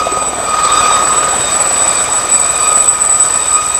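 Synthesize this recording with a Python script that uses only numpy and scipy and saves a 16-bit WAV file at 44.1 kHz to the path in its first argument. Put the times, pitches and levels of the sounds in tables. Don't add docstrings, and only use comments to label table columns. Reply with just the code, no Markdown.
import sys
import numpy as np
from scipy import signal
from scipy.io import wavfile
from scipy.ndimage import uniform_filter1d

SR = 44100
rng = np.random.default_rng(int(sys.argv[2]) if len(sys.argv) > 2 else 0)


def nominal_scale(level):
    x = np.asarray(level, float) / 20
    return 10 ** x


def output_pcm(signal):
    pcm = np.clip(np.atleast_2d(signal).T, -1, 1) * 32767
    wavfile.write(sys.argv[1], SR, np.round(pcm).astype(np.int16))


N = 167139
T = np.arange(N) / SR

BLADES_PER_S, FIRST_BLADE_S = 18.83, .0155
# t/s, f/Hz
WHISTLE_PITCH = [(0, 7982), (.5, 7978), (.75, 7960), (1.2, 7946), (2.4, 7946), (2.9, 7960), (3.5, 7955),
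                 (3.79, 7975)]
# t/s, level/dB
WHISTLE_LEVEL = [(0.0, -25.5), (0.28, -16.5), (0.34, -20), (0.7, -17), (1.95, -11.5), (2.09, -16.5),
                 (2.13, -14), (2.28, -15), (2.33, -10.5), (2.47, -12.5), (2.9, -9.5), (2.98, -16),
                 (3.02, -9.5), (3.69, -14.5), (3.76, -10.5), (3.79, -12)]


def rms_one(x):
    return x / np.sqrt(np.mean(np.abs(x) ** 2) + 1e-20)


def in_time(rows):
    s, *columns = np.transpose(rows)
    return [np.interp(T, s, c) for c in columns]


def drift(rate_hz):
    r = np.exp(-16 * np.pi * rate_hz / SR)
    settle = 4000
    white = rng.standard_normal(N // 8 + settle + 2)
    slow = signal.lfilter([1], [1, -2 * r, r * r], white)[settle:]
    return np.interp(np.arange(N) / 8, np.arange(len(slow)), rms_one(slow))


def scatter_path(flutter_hz):
    return (drift(flutter_hz) + 1j * drift(flutter_hz)) / np.sqrt(2)


def carry(path, hz):
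    return np.sqrt(2) * np.real(path * np.exp(2j * np.pi * np.cumsum(hz + 0 * T) / SR))


def tone(hz, flutter_hz, scattered):
    share = np.clip(scattered, 0, 1)
    return carry(np.sqrt(1 - share) + np.sqrt(share) * scatter_path(flutter_hz), hz)


def chop(depth_db, lag_s):
    swell = np.cos(np.pi * BLADES_PER_S * (T - FIRST_BLADE_S - lag_s)) ** 6
    uneven = np.clip(1 + .35 * drift(4.0), 0, 2)
    return nominal_scale(depth_db * (swell - .3) * uneven)


def thump():
    level_db, fade_db_per_s, uneven_db = -38, -1, 0.5
    lead_s, swing_s = .0065, .0052
    ground_lag_s, ground_db = .0185, -6
    low_hz, high_hz = 27.3, 87
    s = FIRST_BLADE_S - lead_s + np.arange(-8, 72) / BLADES_PER_S
    size = nominal_scale(fade_db_per_s * s + uneven_db * rng.standard_normal(len(s)))
    pulses = np.zeros(N + SR)
    pulses[((s + .5) * SR).astype(int)] = size
    pulses[((s + .5 + swing_s) * SR).astype(int)] = -size
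    pulses += nominal_scale(ground_db) * np.roll(pulses, int(ground_lag_s * SR))
    high_pass = signal.butter(2, low_hz, "high", fs=SR, output="sos")
    low_pass = signal.butter(2, high_hz, fs=SR, output="sos")
    bass = signal.sosfilt(np.vstack([high_pass, low_pass]), pulses + 1e-18)
    return nominal_scale(level_db) * rms_one(bass[SR // 2:SR // 2 + N])


def slaps():
    # t/s, peak level/dB, f/Hz
    vortex_hits = [(0.015, -2.5, 573), (0.068, 5, 700), (0.123, -2.5, 393), (0.171, -2, 553),
                   (0.223, -3.5, 580), (0.279, -11, 440), (0.33, -5, 750), (0.384, -4, 720), (0.4, -3, 720),
                   (0.455, -13, 666), (0.49, -5, 650), (0.91, 0, 900), (1.552, -22, 739), (1.658, -21, 594),
                   (1.711, -1.5, 700), (1.978, -13, 530), (2.089, -3, 890), (2.241, -23, 711),
                   (2.435, -8, 581), (2.716, -7, 570)]
    t60_s, attack_s, trim_db = 0.028, 0.0018, -9.5
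    out, t = np.zeros(N + SR), np.arange(SR // 20) / SR
    for s, db, hz in vortex_hits:
        shape = (1 - np.exp(-t / attack_s)) * nominal_scale(-60 * t / t60_s)
        wave = shape * -np.sin(2 * np.pi * hz * t * (1 - 1.9 * t))
        start = int(s * SR)
        out[start:start + len(t)] += nominal_scale(db + trim_db) * wave / np.abs(wave).max()
    return out[:N]


def roar():
    # t/s, level/dB, brightness/dB
    wash = [(0, -21, -6), (.35, -20.5, -8.5), (.6, -21, -1.5), (.85, -18.5, -2.5), (1.2, -20, -2.5),
            (1.6, -21.5, -1.5), (2.0, -21.5, -1.5), (2.35, -23, -2), (2.7, -22, -2.5), (2.87, -23, -3),
            (2.91, -26, -2.5), (3.3, -24.5, -1.5), (3.79, -27, -0.5)]
    # f/Hz, band level/dB
    colour = [(80, -12), (180, -10.5), (400, -6.5), (600, -1), (1400, -5), (2100, -13), (6800, -19),
              (15500, -41.5)]
    patchy_db, trim_db = 1.4, 1.59
    level_db, bright_db = in_time(wash)
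    colour_hz, colour_db = np.transpose(colour)
    edges = 60 * 2 ** np.arange(0, 8.2, 1 / 3)
    white = rng.standard_normal((2, N))
    together = drift(6.0)
    out = 0
    for k, (low, high) in enumerate(zip(edges, edges[1:])):
        hz = np.sqrt(low * high)
        band = signal.sosfilt(signal.butter(2, [low, high], "band", fs=SR, output="sos"), white[k % 2])
        band_db = np.interp(np.log(hz), np.log(colour_hz), colour_db)
        tilt_db = np.clip(np.log2(hz / 700), 0, 1) * (bright_db - bright_db.mean())
        flicker_db = patchy_db * (0.2 * together + drift(8.3))
        out = out + band * nominal_scale(band_db + tilt_db + flicker_db)
    blades = chop(3.5, lag_s=-0.002) * chop(1.5, lag_s=.024)
    return nominal_scale(level_db + trim_db) * rms_one(out) * blades


def tail_fan():
    # t/s, f/Hz, tone level/dB, swallowed turbulence/dB
    fan_run = [(0.0, 1255, -16, -20), (0.07, 1251, -25, -28), (0.17, 1249, -19, -23),
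               (0.39, 1248, -31, -29), (0.53, 1248, -16, -21), (0.73, 1245, -14, -15),
               (1.13, 1246, -15, -18), (1.31, 1244, -21, -25), (1.45, 1240, -32, -32),
               (1.49, 1236, -24, -23), (1.6, 1245, -25, -26), (2.46, 1244, -27, -28),
               (2.68, 1246, -18, -21), (2.8, 1247, -23, -30), (3.48, 1246, -25, -30),
               (3.56, 1246, -16, -24), (3.77, 1251, -28, -33), (3.79, 1249, -19, -29)]
    # t/s, level/dB
    overtones = [(0.0, -39), (0.05, -34), (0.22, -44), (0.85, -30), (1.19, -41), (1.22, -36), (2.07, -38),
                 (2.09, -43), (2.67, -33), (3.24, -46), (3.44, -33), (3.5, -46), (3.58, -32), (3.68, -43),
                 (3.74, -33), (3.79, -41)]
    # t/s, third tone and above/dB, upper humps/dB
    upper_rows = [(0.0, -47, -27.5), (0.03, -33, -40), (0.47, -43, -36), (0.8, -16, -29), (0.84, -33, -28),
                  (0.92, -19, -27), (1.02, -25, -40), (1.19, -32, -45), (1.52, -21, -37.5),
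                  (1.57, -36, -37), (1.85, -26, -34), (2.24, -31, -38.5), (2.7, -28, -33.5),
                  (2.93, -40, -42), (3.49, -27, -38.5), (3.79, -29, -39)]
    # multiple, tone level/dB, flutter/Hz, hump centre [share of tone], hump width/Hz, hump level/dB
    fan_rows = [
        (1, 0.5, 4.3, 0.955, 140, -1),
        (2, 2, 30, 0.962, 110, 2),
        (3, -5, 50, 0.955, 330, -2),
        (4, -12, 60, .95, 170, -2),
        (5, -19, 40, .952, 260, -6),
    ]
    scattered_shares = [.05, .35, .95, 1, 1]
    hz, tone_db, hump_db = in_time(fan_run)
    overtone_db, = in_time(overtones)
    third_db, upper_db = in_time(upper_rows)
    wander = .013 * drift(22)
    gusts = chop(1.04, lag_s=-0.0054) * nominal_scale(1.5 * drift(45.0))
    out = 0
    for (order, db, flutter_hz, centre, width_hz, noise_db), scattered in zip(fan_rows, scattered_shares):
        if order == 1:
            level_db, eddies_db = tone_db, hump_db
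        else:
            level_db = overtone_db if order == 2 else third_db + 2.0 * drift(14.0)
            eddies_db = upper_db + 3.0 * drift(9.6)
        out = out + nominal_scale(level_db + db) * tone(order * hz, flutter_hz, scattered)
        hump = tone(order * (centre + wander) * hz, .6 * width_hz, scattered=0.88)
        out = out + nominal_scale(eddies_db + noise_db) * hump * gusts
    return out


def compressor_whistle():
    # centre t/s, peak level/dB, width/s
    flares = [(0.723, -9.1, 0.009), (0.739, -10.1, 0.013), (0.955, -10.0, 0.013), (1.176, -10.0, 0.025),
              (1.186, -8.9, 0.02), (1.619, -6.8, 0.01), (1.675, -9.4, 0.008), (1.823, -6.1, 0.006),
              (1.881, -6.3, 0.011), (1.893, -6.8, 0.005), (1.911, -8.6, 0.011), (1.955, -9.7, 0.008),
              (2.128, -10.2, 0.019), (2.302, -9.8, 0.006), (2.325, -6.2, 0.018), (2.341, -5.5, 0.017),
              (2.353, -5.1, 0.017), (2.363, -6.2, 0.005), (2.4, -7.6, 0.009), (2.415, -5.8, 0.005),
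              (2.432, -9.1, 0.006), (2.475, -9.1, 0.004), (2.501, -8.5, 0.019), (2.561, -10.0, 0.012),
              (2.608, -10.1, 0.015), (2.678, -7.3, 0.01), (2.692, -7.2, 0.009), (2.717, -7.7, 0.006),
              (2.73, -8.9, 0.006), (2.761, -5.0, 0.019), (2.783, -5.2, 0.009), (2.793, -9.7, 0.006),
              (2.807, -4.2, 0.011), (2.821, -8.7, 0.014), (2.845, -8.2, 0.004), (2.861, -9.9, 0.01),
              (2.89, -3.5, 0.021), (2.912, -9.7, 0.012), (2.955, -9.4, 0.004), (3.021, -5.2, 0.014),
              (3.051, -6.2, 0.005), (3.062, -7.9, 0.005), (3.101, -8.4, 0.015), (3.113, -7.0, 0.011),
              (3.128, -6.3, 0.01), (3.142, -9.4, 0.008), (3.149, -7.4, 0.012), (3.161, -6.7, 0.008),
              (3.207, -4.2, 0.017), (3.226, -5.1, 0.021), (3.259, -8.9, 0.006), (3.342, -8.4, 0.01),
              (3.362, -8.1, 0.008), (3.375, -7.1, 0.006), (3.485, -7.9, 0.007), (3.513, -9.1, 0.013),
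              (3.531, -7.5, 0.005), (3.541, -7.1, 0.007), (3.554, -6.4, 0.025), (3.752, -7.6, 0.013),
              (.13, -17, .03), (.22, -14.5, .03), (.275, -14.5, .045), (.455, -17, .025), (.505, -17, .03),
              (.643, -11.5, .025), (.667, -12, .01), (.775, -12, .012), (.8, -13, .025),
              (.845, -14.5, .035), (.89, -13, .015), (.94, -11.5, .04), (1.03, -14, .02),
              (1.055, -10.5, .013), (1.083, -11.5, .02), (1.121, -11, .028), (1.213, -12.5, .012),
              (1.25, -12.5, .022), (1.61, -8, .022), (1.7, -11.5, .025), (2.17, -11, .045)]
    flutter_hz, bed_db, ceiling = 36, -.5, 1.6
    hz, = in_time(WHISTLE_PITCH)
    level_db, = in_time(WHISTLE_LEVEL)
    flare, focus = np.zeros(N), np.zeros(N)
    for s, db, width_s in flares:
        near = slice(int((s - .08) * SR), int((s + .08) * SR))
        bump = np.exp(-np.abs((T[near] - s) / (.6 * width_s)) ** 2.6)
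        flare[near] = np.maximum(flare[near], nominal_scale(db - .5) * bump)
        focus[near] = np.maximum(focus[near], bump ** .25)
    scatter = scatter_path(flutter_hz)
    size = nominal_scale(level_db + bed_db) * ceiling * np.tanh(np.abs(scatter) / ceiling)
    calm = uniform_filter1d(scatter.real, size=500) + 1j * uniform_filter1d(scatter.imag, size=500)
    bed = (1 - focus) * size * np.exp(1j * np.angle(scatter))
    return carry(bed + flare * np.exp(1j * np.angle(calm)), hz)


def blade_echo():
    # t/s, echo level/dB
    facing = [(0, -37), (.7, -34), (1.1, -30), (1.4, -26), (1.7, -27), (2.0, -28), (2.3, -36), (2.8, -32),
              (3.3, -31), (3.79, -33)]
    start_s, length_s, fall_s = .008, .024, .008
    top_hz, end_hz = 2600, -900
    tilt_db_per_khz, uneven_db = -3.5, 3.5
    hz, = in_time(WHISTLE_PITCH)
    since = (T - FIRST_BLADE_S - start_s) % (1 / BLADES_PER_S)
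    shift_hz = end_hz + (top_hz - end_hz) * np.exp(-since / fall_s)
    gate = np.sin(np.pi * np.clip(since / length_s, 0, 1)) ** .5
    level_db = in_time(facing)[0] + tilt_db_per_khz * np.maximum(shift_hz, 0) / 1000
    level_db = level_db + uneven_db * drift(9.0)
    return gate * nominal_scale(level_db) * tone(hz + shift_hz, 200, scattered=.9)


def whistle_skirts():
    # offset/Hz, width/Hz, level re whistle/dB
    near_skirt = (100, 150, -12.5)
    # offset/Hz, width/Hz, level re whistle/dB
    far_skirts = [
        (247.5, 630, -17),
        (3740, 130, -35.5),
        (5450, 2500, -43),
    ]
    hz, = in_time(WHISTLE_PITCH)
    level_db, = in_time(WHISTLE_LEVEL)
    out = 0
    for offset_hz, width_hz, db in [near_skirt, *far_skirts]:
        smear = tone(hz + offset_hz, width_hz, scattered=0.97)
        out = out + nominal_scale(level_db + db) * chop(6.5, lag_s=0.0085) * smear
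    return out


def turbine_shaft():
    # multiple, level/dB
    shaft_orders = [(1, -36), (2, -43), (3, -46), (4, -48), (6, -51), (8, -44), (9, -49), (10, -46),
                    (12, -50), (13, -55), (14, -50), (16, -49), (19, -61)]
    compressor_blades, flutter_share = 11, .002
    shaft_hz = in_time(WHISTLE_PITCH)[0] / compressor_blades
    level_db, = in_time(WHISTLE_LEVEL)
    swing_db = .6 * uniform_filter1d(level_db - level_db.mean(), size=SR // 2)
    out = 0
    for order, db in shaft_orders:
        flutter_hz = flutter_share * order * shaft_hz.mean()
        order_db = db + (order > 5) * swing_db
        out = out + nominal_scale(order_db) * tone(order * shaft_hz, flutter_hz, scattered=.45)
    return out


def gearbox():
    # f/Hz, level/dB
    gear_tones = [
        (1000, -36.5),
        (1821, -42),
        (3173, -48.5),
    ]
    return sum(nominal_scale(db) * tone(hz, 3.0, scattered=.3) for hz, db in gear_tones)


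def buffet():
    sos = signal.butter(2, [30, 50], "band", fs=SR, output="sos")
    rumble = signal.sosfilt(sos, rng.standard_normal(N + SR))[SR:]
    return nominal_scale(-53 + 2.0 * drift(8.0)) * rms_one(rumble)


def scene():
    rotor = thump() + slaps() + roar()
    turbine = compressor_whistle() + blade_echo() + whistle_skirts() + turbine_shaft() + gearbox()
    return (rotor + tail_fan() + turbine + buffet())[None]


def top_cut(x):
    return signal.sosfilt(signal.butter(12, 15600, fs=SR, output="sos"), x)


def record(dry):
    top = nominal_scale(.05)
    return top_cut(np.clip(dry, -top, top))


dry = scene()
out = record(dry)
output_pcm(out)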